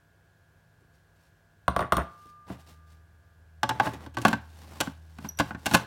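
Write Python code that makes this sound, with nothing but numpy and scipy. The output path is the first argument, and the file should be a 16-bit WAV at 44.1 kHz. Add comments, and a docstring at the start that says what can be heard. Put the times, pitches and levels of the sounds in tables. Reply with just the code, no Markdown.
"""A fridge whines faintly in the airy background of a small kitchen, as steady tones over soft noise.
A little glass bowl is set down on the worktop: it knocks and rocks to rest, and its rim note hums on.
A low hum, a tone with its octave, then sets in and rises and falls.
A plastic food processor lid clatters onto the work bowl, is slid round with a squeak and snaps into its lock.
Knocks are dying noise plus ringing tones, rubbing is shaped noise, and the squeak is a falling tone."""
import sys
import numpy as np
from scipy import signal
from scipy.io import wavfile

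SR = 44100
rng = np.random.default_rng(int(sys.argv[2]) if len(sys.argv) > 2 else 0)


def dump(signal):
    """Clip the signal to [-1, 1] and save it as 16-bit WAV at the path in sys.argv[1]."""
    limited = np.clip(np.atleast_2d(signal).T, -1, 1)
    pcm = np.round(limited * 32767).astype(np.int16)
    wavfile.write(sys.argv[1], SR, pcm)


N = 258514
TIME = np.arange(N) / SR
RING_TIME = TIME[:SR // 2]

# Pitch ranges in which the strength of a blow is set, from thump and knock up to clack and tick:
# (low edge [Hz], high edge [Hz], length of the attack [s])
ZONES = [(55, 400, .03), (400, 2100, .012), (2100, 6000, .012), (6000, 16000, .012)]


def glass_bowl():
    """The foot of the bowl knocks on the worktop and chatters to rest, while the rim note rings on."""
    # blows of the glass: (time [s], knock [dB], thump above the knock [dB],
    # treble slope [dB per octave], each bounce above the contact before it [dB])
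    glass_hits = [(.808, -79, 10, -1, -1.5), (1.68, -18, -10.5, -7, -25.5), (1.763, -21, -11.5, -6.5, -23),
                  (1.791, -24.5, -10, -7, -14.5), (1.806, -28, -7.5, -6.5, -2.5),
                  (1.922, -17, -13, -5.5, -8), (1.968, -26, -3, -3, -19), (1.98, -26, -8, -18, -3),
                  (2.255, -62, 6, -8, -12), (2.5, -43.5, 7.5, -8.5, -10.5)]
    # crowded, quickly dying vibrations of the worktop: (pitch [Hz], level [dB per Hz], time to fall 60 dB [s])
    worktop = [(70, 0.5, 0.08), (164, -2.5, 0.15), (261, -7, 0.16), (400, 7.5, 0.019), (625, 8, 0.042),
               (810, -0.5, 0.047), (1190, 10, 0.032), (1780, -1.5, 0.016), (2270, -27.5, 0.026),
               (3404, 5, .035), (4110, -19, 0.046), (6400, -28, 0.007), (15000, -31, 0.0075)]
    # separate ringing tones: (pitch [Hz], level [dB], time to fall 60 dB [s])
    glass_modes = [(72, -5, .25), (124, -13, .35), (180, -8, .22), (385, -14, .15), (692, -5, .12),
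                   (1025, -12, .14), (1120, -3, .13), (1160, 5, .02), (1930, -18, .1), (3300, -8, .035),
                   (3680, -8, .035), (8800, -9, .014), (9450, -30, .13), (9490, -28, .15),
                   (12980, -25, .11), (13020, -31, .11), (15350, -28, .1)]
    touches = contacts(glass_hits, gap_s=.0095, presence_db=-3, dulling_db=1.4, count=4)
    knocks = blows(touches, worktop, glass_modes, rise_s=0.0001, crack_db=6.5, crack_s=0.01)
    return knocks + rim_note()


def rim_note():
    """The bowl is not quite round, so two close rim tones beat slowly as they die away."""
    struck_s, level_db, t60_s = 1.922, -42, 2.27
    rim_hz, beat_hz, twin_db = 1196, 2.15, -7.5
    age = np.maximum(TIME - struck_s, 0)
    main_tone = np.sin(2 * np.pi * rim_hz * age)
    twin_tone = from_db(twin_db) * np.sin(2 * np.pi * (rim_hz + beat_hz) * age)
    fade = np.exp(-np.log(1000) * age / t60_s)
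    return from_db(level_db) * fade * (main_tone + twin_tone)


def lid_knocks():
    """The lid clatters and rebounds once per blow; once it is seated, the hand shifts its tones each time."""
    # blows of the lid: (time [s], knock [dB], thump above the knock [dB],
    # treble slope [dB per octave], the bounce above the contact before it [dB])
    lid_hits = [(3.631, -20, -15.5, -5.5, -21), (3.691, -25.5, -15, -3.5, -12),
                (3.708, -28.5, -13, -11, -8), (3.798, -16, -19.5, -9, -7.5), (3.857, -35, -12, -5, -28),
                (3.867, -30.5, -8.5, -8.5, 1), (3.935, -50.5, 7.5, -1.5, -2.5),
                (4.062, -44.5, 0, -5.5, -23), (4.14, -63.5, 0, -1.5, 9), (4.169, -28.5, -7.5, -6.5, -6),
                (4.183, -40, 1.5, -3, -16), (4.216, -50, 3.5, 1, -4), (4.2499, -13.5, -10.5, -6.5, -7),
                (4.268, -33.5, 0, -3.5, -9), (4.281, -29, -0.5, -2, -14), (4.3291, -23.5, -7, -6.5, -8.5),
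                (4.803, -28.5, -14, -1.1, 2.5), (4.871, -37, 2, -8, -13.5), (5.185, -45.5, 1, -4.5, -23.5),
                (5.244, -42.5, 2, -6.5, -1), (5.388, -36, -5.5, 0, -19), (5.397, -21, -7, -5.5, -0.5),
                (5.507, -34, -7.5, -10.5, -20), (5.547, -40, 1.5, -8, -10), (5.658, -31, -9, -1.5, 4.5),
                (5.711, -32, -0.5, -3.5, -6), (5.736, -28.5, 3, -1.5, -8), (5.7425, -19.5, -12.5, -2.5, 4),
                (5.769, -35.5, -21, -2, -7)]
    # crowded, quickly dying vibrations of the plastic: (pitch [Hz], level [dB per Hz], time to fall 60 dB [s])
    plastic = [(70, -11.5, .2), (153.3, -12.5, 0.098), (271, -0.5, 0.082), (432, -9, 0.028),
               (593, -3.5, 0.06), (805, 3.5, 0.032), (1240, -5, 0.044), (1460, -13, 0.038),
               (2060, -13.5, 0.036), (3070, -6.5, 0.042), (6500, -22, 0.034), (15700, -29, 0.01475)]
    # ringing tones; the seated lid is damped by the rim and drives the low tones of the work bowl:
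    # (pitch [Hz], level when loose [dB], level when seated [dB], time to fall 60 dB [s])
    lid_modes = [(118.7, -9, -6.5, 0.25), (169, -18, -1, 0.14), (214.7, -37, 3.5, 0.093),
                 (281.9, -9.5, -0.5, 0.11), (565, -15, -20, .2), (770, -10, -15, .05), (862, -4, -11, .09),
                 (876, -2, -8, .13), (1020, -15, -7, .07), (1140, -8, -13, .15), (1465, -11, -4, .05),
                 (1530, 2, 2, .06), (1645, -3, -3, .07), (2114, -21.5, -11, 0.063),
                 (2460, -14, -8.5, 0.061), (2646, -18.5, -4, .04), (2870, -18, -13, 0.07),
                 (3360, -6.5, -20, 0.056), (4095, -25.5, -3, 0.019)]
    seated_from_s = 4.24
    grip_detune = 0.0266  # typical shift as a share of the pitch
    touches = contacts(lid_hits, gap_s=.0052, presence_db=2.0, dulling_db=0.3, count=1)
    seated = touches[:, :1] > seated_from_s
    modes = []
    for hz, loose_db, seated_db, t60 in lid_modes:
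        shifted_hz = hz * (1 + seated * grip_detune * rng.standard_normal(seated.shape))
        modes.append((shifted_hz, np.where(seated, seated_db, loose_db), t60))
    return blows(touches, plastic, modes, rise_s=0.00052, crack_db=0.5, crack_s=0.0096)


def contacts(hits, gap_s, presence_db, dulling_db, count):
    """List each blow and its bounces, each bounce duller per octave: (time [s], level in each zone [dB])."""
    centres = np.sqrt([low * high for low, high, _ in ZONES])
    # how far the two upper zones lie above the knock zone
    clack_octaves, tick_octaves = np.log2(centres[2:] / centres[1])
    rows = []
    for s, knock_db, thump_db, slope_db, bounce_db in hits:
        for k in range(count + 1):
            db = knock_db + k * bounce_db
            slope = slope_db - k * dulling_db
            clack_db = db + presence_db + slope * clack_octaves
            tick_db = db + slope * tick_octaves
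            rows.append((s + k * gap_s, db + thump_db, db, clack_db, tick_db))
    return np.array(rows)


def blows(hits, body, modes, rise_s, crack_db, crack_s, scatter_db=2.0):
    """Every contact rings the same body; where and how hard it lands sets the share of each zone."""
    rings = unit_attack(dense_ring(body, len(hits)), .012)
    for hz, level_db, t60 in modes:
        # the point of contact decides how strongly, and which way, a tone is pushed
        scattered_db = level_db + scatter_db * rng.standard_normal((len(hits), 1))
        direction = np.sign(rng.standard_normal((len(hits), 1)))
        tone = dying(t60) * np.sin(2 * np.pi * hz * RING_TIME)
        rings = rings + from_db(scattered_db) * direction * tone
    # the contact takes a moment to build up, and opens with a short crack
    rings = rings * (1 - np.exp(-RING_TIME / rise_s))
    rings = rings * from_db(crack_db * np.exp(-RING_TIME / crack_s))
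    voiced = 0
    for k, (low, high, span_s) in enumerate(ZONES):
        zone_sound = unit_attack(band(rings, low, high, order=3), span_s)
        voiced = voiced + zone_sound * from_db(hits[:, [k + 1]])
    out = np.zeros(N + len(RING_TIME))
    for s, sound in zip(hits[:, 0], voiced):
        start = round(s * SR)
        out[start:start + len(sound)] += sound
    return out[:N]


def lid_slide():
    """Glass and plastic rub and slide under the fingers: noise made grainy by tiny catches of the rim."""
    # rubs: (time [s], length [s], grind at the end of the stroke [dB], hiss at the end of the stroke [dB])
    strokes = [(0.916, 0.042, -84, -73), (1.143, .12, -71, -71.5), (2.003, 0.29, -70, -66),
               (2.462, 0.061, -45, -57), (2.579, .025, -68, -62.5), (2.657, 0.044, -56.5, -58),
               (2.857, 0.07, -68, -67.5), (3.637, 0.15, -45, -62), (3.814, 0.043, -32, -44.5),
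               (3.92, 0.018, -45, -61.5), (3.986, .05, -46, -59.5), (4.182, .13, -38.5, -50),
               (4.407, 0.19, -58.5, -61.5), (4.606, 0.24, -48.5, -55), (4.816, 0.04, -48.5, -54.5),
               (4.925, 0.253, -65.5, -68), (5.197, 0.059, -48.5, -55), (5.369, 0.033, -44, -49),
               (5.445, 0.044, -48.5, -59), (5.565, 0.095, -55.5, -60), (5.644, 0.082, -41, -44.5),
               (5.719, 0.024, -34, -42), (5.788, 0.033, -45.5, -68)]
    # colour of the low grinding noise: (pitch [Hz], level [dB per Hz])
    grind_colour = [(60, -34), (110, -6.5), (160, 1), (280, -6), (460, -10), (870, -7), (1250, -14),
                    (1520, -12.5), (2300, -23), (3200, -24), (6000, -62)]
    # colour of the high hissing noise: (pitch [Hz], level [dB per Hz])
    hiss_colour = [(1200, -37), (2200, 0.5), (3200, 1.5), (4700, 1.5), (7000, -3.5), (10000, -4),
                   (14500, -11.5), (16500, -4.5)]
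    rough_db, catches_per_s = 2.0, 330
    grind, hiss = 0, 0
    for s, length_s, grind_db, hiss_db in strokes:
        shape = stroke(s, length_s)
        grind = grind + from_db(grind_db) * shape
        hiss = hiss + from_db(hiss_db) * shape
    catches = rms_one(from_db(rough_db * drift(catches_per_s)))
    return catches * (grind * coloured(grind_colour) + hiss * coloured(hiss_colour))


def stroke(start, length_s):
    """Loudness of a rub: it takes hold, swells as the hand presses on, and dies when the hand stops."""
    attack_s, rise_db, release_db_per_s = 0.017, 9, 252
    age = TIME - start
    swell_db = rise_db * (np.clip(age / length_s, 0, 1) - 1)
    release_db = release_db_per_s * np.maximum(age - length_s, 0)
    return np.clip(age / attack_s, 0, 1) * from_db(swell_db - release_db)


def lid_squeak():
    """The rim sticks and slips, giving brief falling tones with their octave."""
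    # squeaks: (time [s], settled pitch [Hz], level [dB])
    squeaks = [(5.286, 5725, -26.5), (5.37, 5650, -41)]
    attack_s, t60_s, octave_db = 0.0043, 0.034, -9
    sharp_hz, settle_s = 600, 0.0035  # each starts this much higher and falls
    out = 0
    for s, hz, db in squeaks:
        age = np.maximum(TIME - s, 0)
        pitch = hz + sharp_hz * np.exp(-age / settle_s)
        phase = 2 * np.pi * np.cumsum(pitch) / SR
        fade = np.interp(age - attack_s, RING_TIME, dying(t60_s))
        envelope = np.minimum(age / attack_s, 1) ** 2 * fade
        tone = np.sin(phase) + from_db(octave_db) * np.sin(2 * phase)
        out = out + from_db(db) * envelope * tone
    return out


def background():
    """Add up the room air, the fridge and the low hum."""
    return room_air() + fridge_whine() + low_hum()


def fridge_whine():
    """The fridge gives faint tones of steady level whose phase wanders a little."""
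    # tones: (pitch [Hz], rms level [dB], speed of the wandering [random steps per s])
    fridge_tones = [(98, -69, 2.7), (159, -72, 54), (685, -80, 15), (1427, -79.5, 15), (1530, -79, 10),
                    (1570, -81, 5.2), (1650, -75, 0.98), (1736, -81, 4.6)]
    stray = 0.41  # typical phase wander, radians
    out = 0
    for hz, db, steps_per_s in fridge_tones:
        tone = np.sin(2 * np.pi * hz * TIME + stray * drift(steps_per_s))
        out = out + from_db(db) * np.sqrt(2) * tone
    return out


def low_hum():
    """A low tone with its octave sets in, wavers in pitch, and rises and falls in level."""
    # loudness of the hum: (time [s], level [dB])
    hum_level = [(2.35, -72), (2.6, -53), (2.95, -51.5), (3.25, -60.5), (3.7, -46.5), (5.5, -47),
                 (5.86, -54)]
    hum_hz, waver_hz, octave_db = 79.5, 0.36, -14
    phase = 2 * np.pi * np.cumsum(hum_hz + waver_hz * drift(1.8)) / SR
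    swell = (TIME > hum_level[0][0]) * from_db(in_time(hum_level)[0])
    return swell * (np.sin(phase) + from_db(octave_db) * np.sin(2 * phase))


def room_air():
    """The air of the room is steady, mostly low noise."""
    # colour of the air noise: (pitch [Hz], level [dB per Hz])
    air_colour = [(25, -28), (50, -1.5), (90, 4), (150, -4.5), (220, -11), (500, -13), (1000, -16.5),
                  (1550, -19), (2100, -23), (4000, -28), (9000, -33), (16000, -35.5)]
    return from_db(-64.5) * coloured(air_colour)


def kitchen(x, wet_db):
    """Add echoes off nearby surfaces, which colour the treble, and the blurred tail of a small hard room."""
    # echoes off worktop, wall and neighbouring appliances: (delay [s], level [dB])
    reflections = [(.0011, -17), (.0029, -22.5), (.0052, -21)]
    # dying away of the room: (pitch [Hz], level [dB], time to fall 60 dB [s])
    room_decay = [(60, -7, 0.28), (259.6, -7, 0.39), (1000, -3.5, 0.4), (3000, 1, 0.32), (8200, 4, 0.19),
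                  (16100, -0.5, 0.083)]
    tail_onset_s = 0.0085
    treble = band(x, 2400, 16000, order=1)  # small surfaces reflect only short waves
    echoes = 0
    for delay, db in reflections:
        echoes = echoes + from_db(db) * np.pad(treble, (round(delay * SR), 0))[:N]
    # the tail is silent up to its onset, then fades in over the same time again
    fade_in = np.clip(RING_TIME / tail_onset_s - 1, 0, 1)
    tail = dense_ring(room_decay, count=1)[0] * fade_in
    reverb = signal.fftconvolve(x, tail / np.linalg.norm(tail))[:N]
    return x + echoes + from_db(wet_db) * reverb


def dense_ring(body, count):
    """Countless overlapping vibrations sound like noise that dies band by band."""
    out = 0
    for hz, noise in noise_bands(count, len(RING_TIME)):
        level_db, t60 = at_hz(body, hz)
        out = out + from_db(level_db) * dying(t60) * noise
    return out


def coloured(spectrum):
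    """Make steady noise with this spectrum, rms 1."""
    out = 0
    for hz, noise in noise_bands(N):
        out = out + from_db(at_hz(spectrum, hz)[0]) * noise
    return rms_one(out)


def noise_bands(*shape):
    """Yield (centre [Hz], noise) in bands of about 0.4 octave; neighbours are unrelated."""
    white = rng.standard_normal((2, *shape))
    edges = np.geomspace(25, 17500, 25)
    for k, (low, high) in enumerate(zip(edges, edges[1:])):
        yield np.sqrt(low * high), band(white[k % 2], low, high)


def drift(rate):
    """Smooth random wandering with this many random steps per second, rms 1."""
    knots = rng.standard_normal(N // 8)
    return rms_one(np.interp(TIME * rate, np.arange(len(knots)), knots))


def dying(t60):
    """Envelope that loses 60 dB in t60 seconds."""
    return np.exp(-np.log(1000) * RING_TIME / t60)


def unit_attack(rings, span_s):
    """Scale each ring to rms 1 over its opening span."""
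    opening = rings[:, :round(span_s * SR)]
    return rings / np.sqrt(np.mean(opening ** 2, axis=1, keepdims=True) + 1e-20)


def band(x, low, high, order=2):
    """Keep only the pitches between low and high (Hz)."""
    return signal.sosfilt(signal.butter(order, [low, high], "band", fs=SR, output="sos"), x)


def from_db(db):
    """Turn decibels into a gain."""
    return 10 ** (np.asarray(db) / 20)


def rms_one(x):
    """Scale to rms 1."""
    return x / np.sqrt(np.mean(x ** 2) + 1e-20)


def in_time(rows):
    """Read each column of a curve at every sample."""
    s, *columns = np.transpose(rows)
    return [np.interp(TIME, s, c) for c in columns]


def at_hz(rows, hz):
    """Read the columns of a spectrum at one pitch."""
    f, *columns = np.transpose(rows)
    return [np.interp(np.log(hz), np.log(f), c) for c in columns]


def scene():
    """Bowl and lid sound in the kitchen, over the background, in one channel."""
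    bowl = kitchen(glass_bowl(), wet_db=-14.5)
    lid = kitchen(lid_knocks() + lid_slide() + lid_squeak(), wet_db=-20)
    return (bowl + lid + background())[None]


def record(dry):
    """Cut the top steeply above 16300 Hz."""
    return signal.sosfilt(signal.ellip(10, .1, 80, 16300, fs=SR, output="sos"), dry)


dry = scene()
out = record(dry)
dump(out)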